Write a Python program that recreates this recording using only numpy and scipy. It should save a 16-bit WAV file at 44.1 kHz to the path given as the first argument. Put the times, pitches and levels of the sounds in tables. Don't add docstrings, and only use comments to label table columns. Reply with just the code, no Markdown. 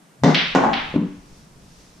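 import sys
import numpy as np
from scipy import signal
from scipy.fft import rfft, irfft
from scipy.io import wavfile
from scipy.ndimage import uniform_filter1d, minimum_filter1d

SR = 44100
rng = np.random.default_rng(int(sys.argv[2]) if len(sys.argv) > 2 else 0)


def to_wav(s):
    ch = np.atleast_2d(s).T
    pcm = np.round(np.clip(ch, -1, 1) * 32767)
    wavfile.write(sys.argv[1], SR, pcm.astype(np.int16))


N = 88200
TIME, FREQ = np.arange(N) / SR, np.fft.rfftfreq(N, 1 / SR)
TABLE_LEFT_DB, RIGHT_LAG_S = 2, .00009

# (t/s, level/dB)
STROKES = [(0.2364, 6.5)]
# (f/Hz, level/dB)
STROKE_SPECTRUM = [(50, 0), (90, 18), (150, 33), (300, 35), (900, 27), (1400, 13.5), (2000, 12.5),
                   (2450, 0.5), (3500, 5.5), (6400, -1.5), (9000, -22), (15000, -34.5)]
# (f/Hz, level/dB, T60/s)
SHAFT_MODES = [(1530, -38, 0.57), (1860, -49, .3), (2060, -36.5, 0.63), (2950, -40, 0.068),
               (3140, -41, .25), (3580, -32, .22), (4020, -49, .25), (6050, -36.5, 0.05)]
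BED_MODES = [(155, -11, 0.26), (172.4, -15, 0.32), (244.1, -14, 0.18), (277, -12, 0.15), (567.4, -26, 0.13),
             (780, -34.5, 0.11)]
def cue():
    modes = ring(SHAFT_MODES) + ring(BED_MODES, hold_s=0.046)
    direct = 0
    for stroke in STROKES:
        knock = contact(STROKE_SPECTRUM, ring_db=2.6, t60=0.22, hold_s=0.057)
        direct += blow(knock + modes, *stroke)
    in_room = reverberate(direct, wet_db=0, left_db=TABLE_LEFT_DB, lag_s=RIGHT_LAG_S)
    return in_room + undb(-4.5) * early_echoes(direct)


# (t/s, level/dB, treble tilt/dB per octave)
CLICKS = [(0.3461, -0.5, 1.5), (0.7326, -4, -2)]
# (f/Hz, level/dB)
CLICK_SPECTRUM = [(100, 11.5), (600, -9), (1300, 15.5), (2200, 21), (3400, 20), (4500, 12.5), (5700, 4),
                  (7000, -24.5), (10000, -43), (15000, -38)]
def ball_clicks():
    click = colour(signal.unit_impulse(N), CLICK_SPECTRUM)
    direct = sum(blow(click, *hit) for hit in CLICKS)
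    return reverberate(direct, wet_db=9) + undb(0.5) * early_echoes(direct)


# (t/s, level/dB, treble tilt/dB per octave, bass shelf/dB)
POCKET_HITS = [(0.5502, 3.5, -1, -0.5), (.638, 1, -5.5, -9.5), (.660, -8, -6, -1)]
# (f/Hz, level/dB)
POCKET_SPECTRUM = [(50, -14), (100, 24.5), (160, 37.5), (280, 35), (430, 26), (850, 30), (1400, 15),
                   (2300, 6.5), (4500, -4), (6500, -3), (9500, -23.5), (15000, -53)]
# (f/Hz, level/dB, T60/s)
POCKET_MODES = [(162, -41, 0.6), (190, -43, 0.067), (239, -22.5, 0.067), (285, -11, 0.15),
                (513, -29.5, 0.24), (690, -42, .12), (770, -11, 0.047), (858, -18.5, 0.084),
                (1000, -37.5, .14), (1430, -19.5, 0.05)]
def pocket():
    direct = 0
    for hit in POCKET_HITS:
        knock = contact(POCKET_SPECTRUM, ring_db=3.6, t60=0.15, hold_s=.01)
        direct += blow(knock + ring(POCKET_MODES), *hit)
    in_room = reverberate(direct, wet_db=4.5, left_db=1, lag_s=RIGHT_LAG_S)
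    return in_room + undb(-1) * early_echoes(direct)


# (t/s, level/dB, treble tilt/dB per octave)
CUSHION_HITS = [(.941, -3.5, -4.5), (.961, 1.5, -0.5), (1.016, -8, -10)]
# (f/Hz, level/dB)
CUSHION_SPECTRUM = [(50, 11), (110, 4.5), (180, 33.5), (310, 25), (450, 13.5), (680, 4.5), (1000, 6),
                    (2000, -15), (6000, -48), (12000, -58)]
# (f/Hz, level/dB, T60/s)
RAIL_MODES = [(110, -39, .15), (163, -23, .13), (197, -20, .13), (289, -20, .13), (382, -30, .13),
              (484, -33, .15), (587, -37, .12)]
def cushion():
    direct = 0
    for hit in CUSHION_HITS:
        thump = contact(CUSHION_SPECTRUM, ring_db=8, t60=0.18, hold_s=0.022)
        direct += blow(thump + ring(RAIL_MODES, hold_s=0.054), *hit)
    return reverberate(direct, wet_db=-6, left_db=TABLE_LEFT_DB, lag_s=RIGHT_LAG_S)


# (f/Hz, level/dB)
SNAP_SPECTRUM = [(1500, -26), (4000, 4), (5600, 9), (7500, -7), (10000, -20), (13000, -22), (15000, -22)]
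def snaps():
    tick = colour(signal.unit_impulse(N), SNAP_SPECTRUM)
    groups = [(STROKES, -3), (CLICKS, -2.5), (POCKET_HITS, 2)]
    return sum(undb(db) * blow(tick, *hit) for hits, db in groups for hit in hits)


# (f/Hz, relative level/dB)
RUMBLE_SPECTRUM = [(20, 13.5), (45, 14.5), (90, 10), (130, -2.5), (170, -0.5), (280, -10.5), (500, -18.5),
                   (1500, -37), (6000, -50.5)]
CLOTH_SPECTRUM = [(1000, -10.5), (3500, -3.5), (5800, 1.5), (8000, -8), (14000, -24)]
# (t/s, level/dB)
RUMBLE_ENVELOPE = [(.22, -66), (.3, -54), (.55, -24.5), (.8, -27.5), (1.25, -38.5), (1.6, -40), (2, -44.5)]
CLOTH_ENVELOPE = [(.2, -84), (.5, -51.5), (1.2, -59), (1.39, -55.5), (1.52, -62.5), (1.68, -57.5),
                  (1.8, -54), (2, -59.5)]
def rolling():
    bumps_db = 3 * drift(steps_per_s=18)
    rumble_db = np.interp(TIME, *np.array(RUMBLE_ENVELOPE).T) + bumps_db
    hiss_db = np.interp(TIME, *np.array(CLOTH_ENVELOPE).T)
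    hiss = undb(hiss_db) * shaped_noise(CLOTH_SPECTRUM)
    return undb(rumble_db) * shaped_noise(RUMBLE_SPECTRUM) + hiss


# (delay/s, level/dB, left minus right/dB)
ECHOES = [(.0026, 1.5, 3.5), (.0062, 0.5, -5.5), (.0089, 2.5, -5.5), (0.0104, -7, -2), (0.013, -8, -17)]
def early_echoes(x):
    treble = signal.sosfilt(signal.butter(2, 1200, "high", fs=SR, output="sos"), x)
    return sum(undb(db) * pan(left_db) * delay(treble, s) for s, db, left_db in ECHOES)


# (f/Hz, relative level/dB)
ROOM_SPECTRUM = [(120, -6.5), (300, -4.5), (700, -3), (1500, -0.5)]
# (f/Hz, T60/s)
ROOM_T60 = [(120, 0.39), (300, 0.38), (700, 0.46), (1500, 0.71), (3000, 0.67), (5500, 0.51), (9000, 0.61),
            (14000, 0.24)]
def reverberate(x, wet_db, left_db=0, lag_s=0):
    onset_s, build_s = 0.003, 0.0097
    noise = rfft(diffuse_noise()) * undb(curve(ROOM_SPECTRUM, FREQ))
    tail = 0
    for centre, t60 in ROOM_T60:
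        band = curve([(f, f == centre) for f, _ in ROOM_T60], FREQ)
        tail += irfft(noise * band, N) * decay(t60)
    tail *= 1 - np.exp(-np.maximum(TIME - onset_s, 0) / build_s)
    tail *= undb(wet_db) / np.sqrt(np.sum(tail ** 2) / 2)
    direct = np.array([x, delay(x, lag_s)])
    return pan(left_db) * (direct + signal.fftconvolve(x[None], tail, axes=1)[:, :N])


# (f/Hz, relative level/dB)
TONE_SPECTRUM = [(25, -25), (90, -23), (160, 4), (230, -4), (400, -10), (1000, -12.5), (2500, -20.5),
                 (4200, -25), (5800, -24.5), (9000, -24), (13000, -33), (15500, -47)]
def room_tone():
    return undb(-51.5) * shaped_noise(TONE_SPECTRUM)


# (f/Hz, side relative to mid/dB)
DIFFUSE_WIDTH = [(100, -14), (300, -12), (560, -4), (1000, -.5), (2000, -3), (4000, -4), (8000, -1)]
def diffuse_noise():
    mid, side = rfft(rng.standard_normal((2, N)))
    width = undb(curve(DIFFUSE_WIDTH, FREQ))
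    return irfft(np.array([mid + width * side, mid - width * side]) / np.sqrt(1 + width ** 2), N)


def shaped_noise(spectrum):
    noise = colour(diffuse_noise(), spectrum)
    return noise / np.sqrt(np.mean(noise ** 2))


def contact(spectrum, ring_db, t60, hold_s):
    burst = rng.standard_normal(N) * decay(t60, hold_s)
    burst *= undb(ring_db) / np.linalg.norm(burst)
    burst[0] += 1
    return colour(burst, spectrum)


def ring(modes, hold_s=0):
    return sum(undb(db) * decay(t60, hold_s) * np.sin(2 * np.pi * hz * TIME) for hz, db, t60 in modes)


def blow(sound, start_s, db, tilt_db=0, bass_db=0):
    shelf = [(350, bass_db), (650, 0)]
    return undb(db) * delay(colour(sound, shelf, tilt_db), start_s)


def colour(x, spectrum, tilt_db=0):
    hz = np.maximum(np.fft.rfftfreq(2 * N, 1 / SR), 1)
    gain_db = curve(spectrum, hz) + tilt_db * np.maximum(np.log2(hz / 700), 0)
    cepstrum = irfft(np.log(undb(gain_db)))
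    cepstrum[1:N] *= 2
    cepstrum[N + 1:] = 0
    return irfft(rfft(x, 2 * N) * np.exp(rfft(cepstrum)))[..., :N]


def decay(t60, hold_s=0):
    return np.exp(-np.log(1000) * np.maximum(TIME - hold_s, 0) / t60)


def drift(steps_per_s):
    size = int(SR / steps_per_s)
    steps = rng.standard_normal(200)
    return uniform_filter1d(steps[np.arange(N) // size % len(steps)], size)


def delay(x, s):
    shift = round(s * SR)
    return np.concatenate([np.zeros(x.shape[:-1] + (shift,)), x[..., :N - shift]], axis=-1)


def pan(left_db):
    return undb(np.array([[left_db], [-left_db]]) / 2)


def curve(points, hz):
    f, values = np.array(points, float).T
    return np.interp(np.log(np.maximum(hz, 1)), np.log(f), values)


def undb(db):
    return 10 ** (np.asarray(db) / 20)


def scene():
    impacts = cue() + ball_clicks() + pocket() + cushion() + snaps()
    return undb(-0.5) * impacts + rolling() + room_tone()


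# (f/Hz, gain/dB)
MIC_BASS_CUT = [(90, -13.5), (130, -0.5)]
def record(dry):
    threshold_db, slope, release_s, lag_s = -18.5, 0.42, 0.25, 0.006
    ceiling, top_hz = .92, 15300
    window = int(.005 * SR)
    power = uniform_filter1d((dry ** 2).mean(axis=0), window)
    rms = np.sqrt(np.maximum(power, 1e-12))
    release = TIME / release_s
    held = np.exp(np.maximum.accumulate(np.log(rms) + release) - release)
    gain = np.maximum(held / undb(threshold_db), 1) ** -slope
    ducked = dry * (1 + delay(uniform_filter1d(gain, window) - 1, lag_s))
    bass_gain = undb(curve(MIC_BASS_CUT, np.fft.rfftfreq(2 * N, 1 / SR)))
    thinned = irfft(rfft(ducked, 2 * N) * bass_gain)[:, :N]
    limiter_gain = ceiling / np.maximum(np.abs(thinned).max(axis=0), ceiling)
    limited = thinned * uniform_filter1d(minimum_filter1d(limiter_gain, window), window)
    return signal.sosfilt(signal.ellip(8, .2, 70, top_hz, fs=SR, output="sos"), limited)


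dry = scene()
out = record(dry)
to_wav(out)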